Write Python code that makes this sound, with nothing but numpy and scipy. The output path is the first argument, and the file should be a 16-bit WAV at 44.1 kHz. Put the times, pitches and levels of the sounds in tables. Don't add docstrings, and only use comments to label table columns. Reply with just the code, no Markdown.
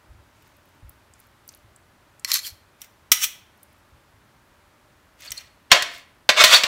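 import sys
import numpy as np
from scipy import signal
from scipy.fft import rfft, irfft, next_fast_len
from scipy.io import wavfile
from scipy.ndimage import uniform_filter1d

SR = 44100
rng = np.random.default_rng(int(sys.argv[2]) if len(sys.argv) > 2 else 0)


def inscribe(sig):
    pcm = np.round(np.clip(np.atleast_2d(sig).T, -1, 1) * 32767)
    wavfile.write(sys.argv[1], SR, pcm.astype(np.int16))


N = 294147


def amp(db):
    return 10 ** (np.asarray(db) / 20)


def unit_rms(x):
    return x / np.sqrt(np.mean(x ** 2) + 1e-20)


def unit_energy(x):
    return x / np.sqrt(np.sum(x ** 2) + 1e-20)


def decay(t, t60):
    return np.exp(-np.log(1000) * t / t60)


def along(points, hz):
    f, v = np.transpose(points)
    return np.interp(np.log(hz + 1), np.log(f + 1), v)


def filtered(x, response):
    size = next_fast_len(len(x) + 4096)
    return irfft(rfft(x, size) * response(np.fft.rfftfreq(size, 1 / SR)), size)[:len(x)]


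def noise(colour_db, size):
    return unit_rms(filtered(rng.standard_normal(size), lambda hz: amp(colour_db(hz))))


def add(track, start_s, sound):
    span = track[max(round(start_s * SR), 0):][:len(sound)]
    span += sound[:len(span)]


# frequency in Hz, level in dB, t60 in seconds.
LEFT_SPOON_MODES = [(1093, -16, 0.039), (1987, -6.5, 0.049), (2270, -9.5, 0.038), (3140, -19.5, 0.018),
                    (4140, 2.5, 0.033), (4340, 3.5, 0.039), (5290, -1, 0.032), (5600, -4.5, 0.056),
                    (6143, 1, 0.021), (7310, 1, 0.023), (8590, -9.5, 0.033), (11500, 0, 0.014),
                    (10900, -4.5, 0.016)]
RIGHT_SPOON_MODES = [(1277, -10.5, 0.065), (1430, -15.5, 0.032), (2020, -9, 0.087), (2430, -7, .06),
                     (3016, -6, .09), (3165, 2, 0.031), (3690, -11, .07), (5430, -7, .06),
                     (5680, 10.5, 0.028), (6000, 1, 0.019), (7200, -6, 0.036), (8103, -1.5, 0.021),
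                     (9440, -8.5, 0.062), (12550, -8, 0.081)]
TRAY_MODES = [(573, -6.5, 0.086), (620.7, -3, 0.16), (692, -7, 0.13), (1023.4, -4.5, .18), (1120, 2, 0.056),
              (1358, -10.5, 0.094), (1610, -15.5, .15), (1820, -4, 0.2), (1936, -4, 0.46), (2182, -5, 0.13),
              (2210, -2.5, 0.22), (2360, -17, 0.24), (2780, -7, 0.11), (2785, 1, 0.14), (3040, -13.5, 0.42),
              (3150, -10, 0.13), (3614, 7, 0.056), (3566, 2, 0.15), (4040, -7.5, 0.097), (4420, 0, 0.052),
              (4830, -10, 0.05), (5690, -10.5, 0.14)]
MODES = {"left": LEFT_SPOON_MODES, "right": RIGHT_SPOON_MODES, "tray": TRAY_MODES}
CLASH_SPECTRA = { "left": [(100, -51), (650, -41), (1050, -8), (1600, -6.5), (2200, -0.5), (3700, -3),
                 (4400, 3), (6500, 0.5), (9800, -6), (11500, -1.5), (16000, -7)], "right": [(100, -34.5),
                 (450, -27), (850, -15.5), (1300, -8), (3100, 4), (4900, -4.5), (5900, 6), (7200, -3),
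                 (11000, -5.5), (16000, -1.5)], "tray": [(50, -15), (250, -15), (430, -13.5), (600, 2.5),
                 (830, -8.5), (1150, 0.5), (2500, 3), (4400, 1), (5400, -4), (7500, -8.5), (10500, -20),
                 (16000, -22.5)]}
METAL_PARTS = {"left": (-5, -0.07, 903, -17), "right": (-5, 0.0746, 660.5, -14),
               "tray": (-5, 0.0761, 310, -12)}


def metal_tap(part, bright_db, muffle_db, clash_scale=1, shortest_clash_s=0.01, contact_s=0.0004):
    t = np.arange(SR // 6) / SR
    tilt_db = lambda hz: bright_db * np.log2(np.clip(hz, 500, SR) / 3000)
    ring_db, clash_t60, cutoff_hz, _ = METAL_PARTS[part]
    hz, db, t60 = np.transpose(MODES[part])[:, :, None]
    hz = hz * (1 + 0.004 * rng.standard_normal(hz.shape))
    scatter_db = 2.5 * rng.standard_normal(hz.shape)
    strength = amp(db + tilt_db(hz) + scatter_db) * rng.choice([-1, 1], hz.shape)
    ring = np.sum(strength * decay(t, t60) * np.sin(2 * np.pi * hz * t), axis=0)
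    clash = noise(lambda f: along(CLASH_SPECTRA[part], f) + tilt_db(f), len(t))
    clash *= decay(t, max(clash_scale * clash_t60, shortest_clash_s))
    motion = unit_energy(clash) + amp(ring_db - muffle_db) * unit_energy(ring)
    motion *= 1 - np.exp(-t / contact_s)
    radiation = signal.butter(4, cutoff_hz, "highpass", fs=SR, output="sos")
    return unit_energy(signal.sosfilt(radiation, motion))


# start in seconds, strength in dB, brightness in dB per octave, part that rings.
BLOWS = [(2.2468, 3, -2, "left"), (2.2841, -11, 4.5, "left"), (2.3165, 8.5, -1, "left"),
         (2.3402, 6.5, 6, "left"), (2.817, -8, 4, "right"), (2.844, -22, 11, "right"),
         (3.117, 22, 2, "right"), (5.318, -0.6, 0.8, "right"), (5.716, 26, -0.5, "tray"),
         (5.823, 5.5, 3.5, "tray"), (6.2906, 20.5, -1, "tray"), (6.4384, 24, 2.5, "tray"),
         (6.6354, 13.5, 0.5, "tray")]
BLOW_MUFFLE_DB = {"left": -4, "right": -2.5, "tray": 2.5}


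def blows(part, hard_db=18):
    out = np.zeros(N)
    for start, db, bright_db, struck in BLOWS:
        if struck == part:
            lighter_db = max(hard_db - db, 0)
            muffle_db = BLOW_MUFFLE_DB[part] + 0.15 * lighter_db
            tap = metal_tap(part, bright_db, muffle_db, clash_scale=amp(-0.5 * lighter_db))
            add(out, start, amp(db) * tap)
    return out


def tray_thuds(relative_db=-50.5, t60=0.065):
    out, t = np.zeros(N), np.arange(SR // 10) / SR
    for start, db, _, struck in BLOWS:
        if struck == "tray":
            add(out, start, amp(db + relative_db) * thud(t, t60))
    return out


# frequency in Hz, spectral level in dB.
THUD_SPECTRUM = [(20, -14), (60, -2), (170, 4), (400, -8), (1500, -45.5)]


def thud(t, t60):
    return noise(lambda f: along(THUD_SPECTRUM, f), len(t)) * decay(t, t60)


# time of the hardest push in seconds, level in dB,
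# swell and release in seconds, brightness in dB per octave, part that rings.
STROKES = [(2.3, -31, 0.046, 0.043, -4, "left"), (2.352, -18.5, 0.052, 0.044, -1, "left"),
           (2.465, -29.5, 0.046, 0.041, 2, "left"), (3.145, -31, 0.018, 0.1, -3, "right"),
           (3.24, -12.5, .036, 0.0031, 1.56, "right"), (5.39, -48.5, 0.14, 0.08, -4, "right"),
           (5.23, -45.5, 0.037, 0.27, 0, "tray"), (5.757, -14.5, 0.046, 0.029, -3, "tray"),
           (5.941, -44, 0.088, 0.081, 4, "tray"), (6.375, -11, 0.016, 0.061, -1, "tray"),
           (6.409, -4, 0.018, 0.018, -0.1, "tray"), (6.456, -11, 0.0077, 0.041, 2, "tray"),
           (6.54, -5.5, 0.065, 0.041, 1, "tray"), (6.665, -26, 0.15, .035, -1, "tray")]
SCRAPE_MUFFLE_DB = {"left": 0, "right": 2.6, "tray": 0.7}


def scrapes(part, slips_per_s=1600, spread_db=3.5, fade_db=16, contact_points=3):
    out, t = np.zeros(N), np.arange(-SR // 8, SR // 4) / SR
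    for peak_s, db, swell, release, bright_db, rubbed in STROKES:
        if rubbed == part:
            slipping = rng.random(len(t)) < slips_per_s / SR
            slips = slipping * amp(spread_db * rng.standard_normal(len(t)))
            slips *= rng.choice([-1, 1], len(t))
            from_peak = np.maximum(-t / swell, t / release)
            touching = np.clip((1.3 - from_peak) / 0.3, 0, 1)
            force = unit_rms(slips) * amp(db - fade_db * from_peak) * touching
            point = rng.integers(contact_points, size=len(t))
            for k in range(contact_points):
                tap = metal_tap(part, bright_db, SCRAPE_MUFFLE_DB[part])
                add(out, peak_s + t[0], signal.fftconvolve(force * (point == k), tap))
    return out


# start in seconds, first and last pitch in Hz, peak level in dB.
SQUEAKS = [(2.329, 11830, 11440, -19.5), (2.439, 3266, 3130, -34), (5.27, 4550, 4330, -35.5),
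           (5.369, 4370, 4156, -30.5), (6.531, 3064, 3836, -6), (6.547, 4460, 4446, -6.5)]


def squeaks(length_s=0.0234, waver=0.038):
    out, t = np.zeros(N), np.arange(SR // 10) / SR
    progress = np.minimum(t / length_s, 1)
    for start, first_hz, last_hz, db in SQUEAKS:
        glide_hz = first_hz + (last_hz - first_hz) * progress
        jitter = unit_rms(uniform_filter1d(rng.standard_normal(len(t)), size=30))
        phase = 2 * np.pi * np.cumsum(glide_hz * (1 + waver * jitter)) / SR
        add(out, start, amp(db) * np.sin(np.pi * progress) * np.sin(phase))
    return out


# start in seconds, strength in dB, resonance in Hz.
LOUD_CLICKS = [(0.894, -20, 13300), (1.137, -28, 7060), (1.2004, -27, 12000), (1.478, -19, 14200),
               (1.49, -16.5, 5900), (1.538, -29.5, 4400), (1.548, -25.5, 11500), (1.7615, -27, 8400),
               (2.196, -25, 8400), (3.631, -22.5, 11700), (5.2064, -25.5, 12000), (5.221, -24.5, 6000),
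               (5.251, -22, 7200), (5.306, -11, 7200), (5.378, -14, 7450)]


def food_clicks(t60=0.02, width_octaves=0.33):
    out, t = np.zeros(N), np.arange(SR // 10) / SR
    for start, db, hz in LOUD_CLICKS + faint_clicks():
        resonance_db = lambda f: -20 * np.log10(1 + (np.log2((f + 1) / hz) / width_octaves) ** 2)
        snap = noise(resonance_db, len(t)) * decay(t, t60)
        add(out, start, amp(db) * unit_energy(snap))
    return out


# middle and half length in seconds, level in dB.
SMEARS = [(0.443, 0.14, -65.5), (0.722, 0.074, -72), (1.21, 0.063, -64.5), (1.526, 0.055, -65),
          (2.834, 0.028, -52.5), (3.675, 0.11, -72), (5.246, 0.043, -45.5), (5.386, 0.03, -55),
          (5.95, 0.05, -52.5)]
# frequency in Hz, spectral level in dB.
SMEAR_SPECTRUM = [(300, -30.5), (1200, -7.5), (2200, 4.5), (4000, -4), (7000, -3), (10000, -12.5),
                  (16000, -13.5)]


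def smears(pops_per_s=1200, spread_db=3.0):
    t = np.arange(N) / SR
    pops = (rng.random(N) < pops_per_s / SR) * amp(spread_db * rng.standard_normal(N))
    crackle = unit_rms(filtered(pops, lambda hz: amp(along(SMEAR_SPECTRUM, hz)) * (hz > 200)))
    pressure = sum(amp(db) * np.exp(-((t - middle) / half) ** 2) for middle, half, db in SMEARS)
    return crackle * pressure


def faint_clicks(per_smear=3, usual_click_db=-34.5, usual_smear_db=-60, centre_hz=12000):
    rows = []
    for middle, half, smear_db in SMEARS:
        size, pitch = rng.standard_normal((per_smear, 2)).T
        starts = middle + half * rng.uniform(-1, 1, per_smear)
        db = usual_click_db + 0.45 * (smear_db - usual_smear_db) + 1.5 * size
        rows += zip(starts, db, centre_hz * 2 ** (0.22 * pitch))
    return rows


# start in seconds, relative level in dB, t60 in seconds.
BUMPS = [(0.089, -49, 0.48), (.826, -41.5, 0.23), (1.641, -54, 0.17), (2.515, -45, 0.12),
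         (3.92, -49.5, 0.11), (4.13, -56.5, 0.29), (5.301, -54, .2)]
# frequency in Hz, spectral level in dB.
BUMP_SPECTRUM = [(20, -28), (45, 1), (65, 6.5), (115, 0), (180, -27.5), (400, -47), (1500, -67.5)]


def bumps(rise_s=0.0088):
    out, t = np.zeros(N), np.arange(SR // 2) / SR
    onset = 2 * (1 - np.exp(-t / rise_s))
    for start, db, t60 in BUMPS:
        rumble = noise(lambda f: along(BUMP_SPECTRUM, f), len(t))
        add(out, start, amp(db) * rumble * onset * decay(t, t60))
    return out


# frequency in Hz, t60 in seconds.
KITCHEN_T60 = [(200, 0.71), (700, .45), (2500, 0.5), (6000, 0.35), (15000, 0.32)]


def kitchen_echo(x, build_up_s=0.0086):
    out, block = np.zeros(N), SR // 3
    for i in range(0, N, block):
        hz, t, spectra = signal.stft(rng.standard_normal(SR // 2), SR, nperseg=256)
        spectra *= decay(t, along(KITCHEN_T60, hz)[:, None])
        _, tail = signal.istft(spectra, SR, nperseg=256)
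        tail *= 1 - np.exp(-np.arange(len(tail)) / SR / build_up_s)
        add(out, i / SR, signal.fftconvolve(x[i:i + block], unit_energy(tail)))
    return out


# frequency in Hz, spectral level in dB.
ROOM_TONE_SPECTRUM = [(12, -46), (20, -22.5), (39, -6.5), (96, -1), (177, -10), (310, -8.5), (499, -15),
                      (590, -8.5), (698, -14.5), (849, -11), (1480, -12.5), (2140, -17.5), (6360, -28),
                      (14700, -32), (16000, -35)]


def room_tone(db=-58):
    return amp(db) * noise(lambda f: along(ROOM_TONE_SPECTRUM, f), N)


def scene(small_sounds_to_room_db=-16):
    direct = squeaks() + food_clicks() + smears() + bumps() + tray_thuds()
    to_walls = amp(small_sounds_to_room_db) * direct
    for part, (_, _, _, room_db) in METAL_PARTS.items():
        metal = blows(part) + scrapes(part)
        direct += metal
        to_walls += amp(room_db) * metal
    return (direct + room_tone() + kitchen_echo(to_walls))[None]


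def record(dry, top_hz=15800):
    clipped = np.clip(dry[0], -1, 1)
    return filtered(clipped, lambda hz: np.clip((top_hz - hz) / 500 + 0.5, 0, 1))[None]


dry = scene()
out = record(dry)
inscribe(out)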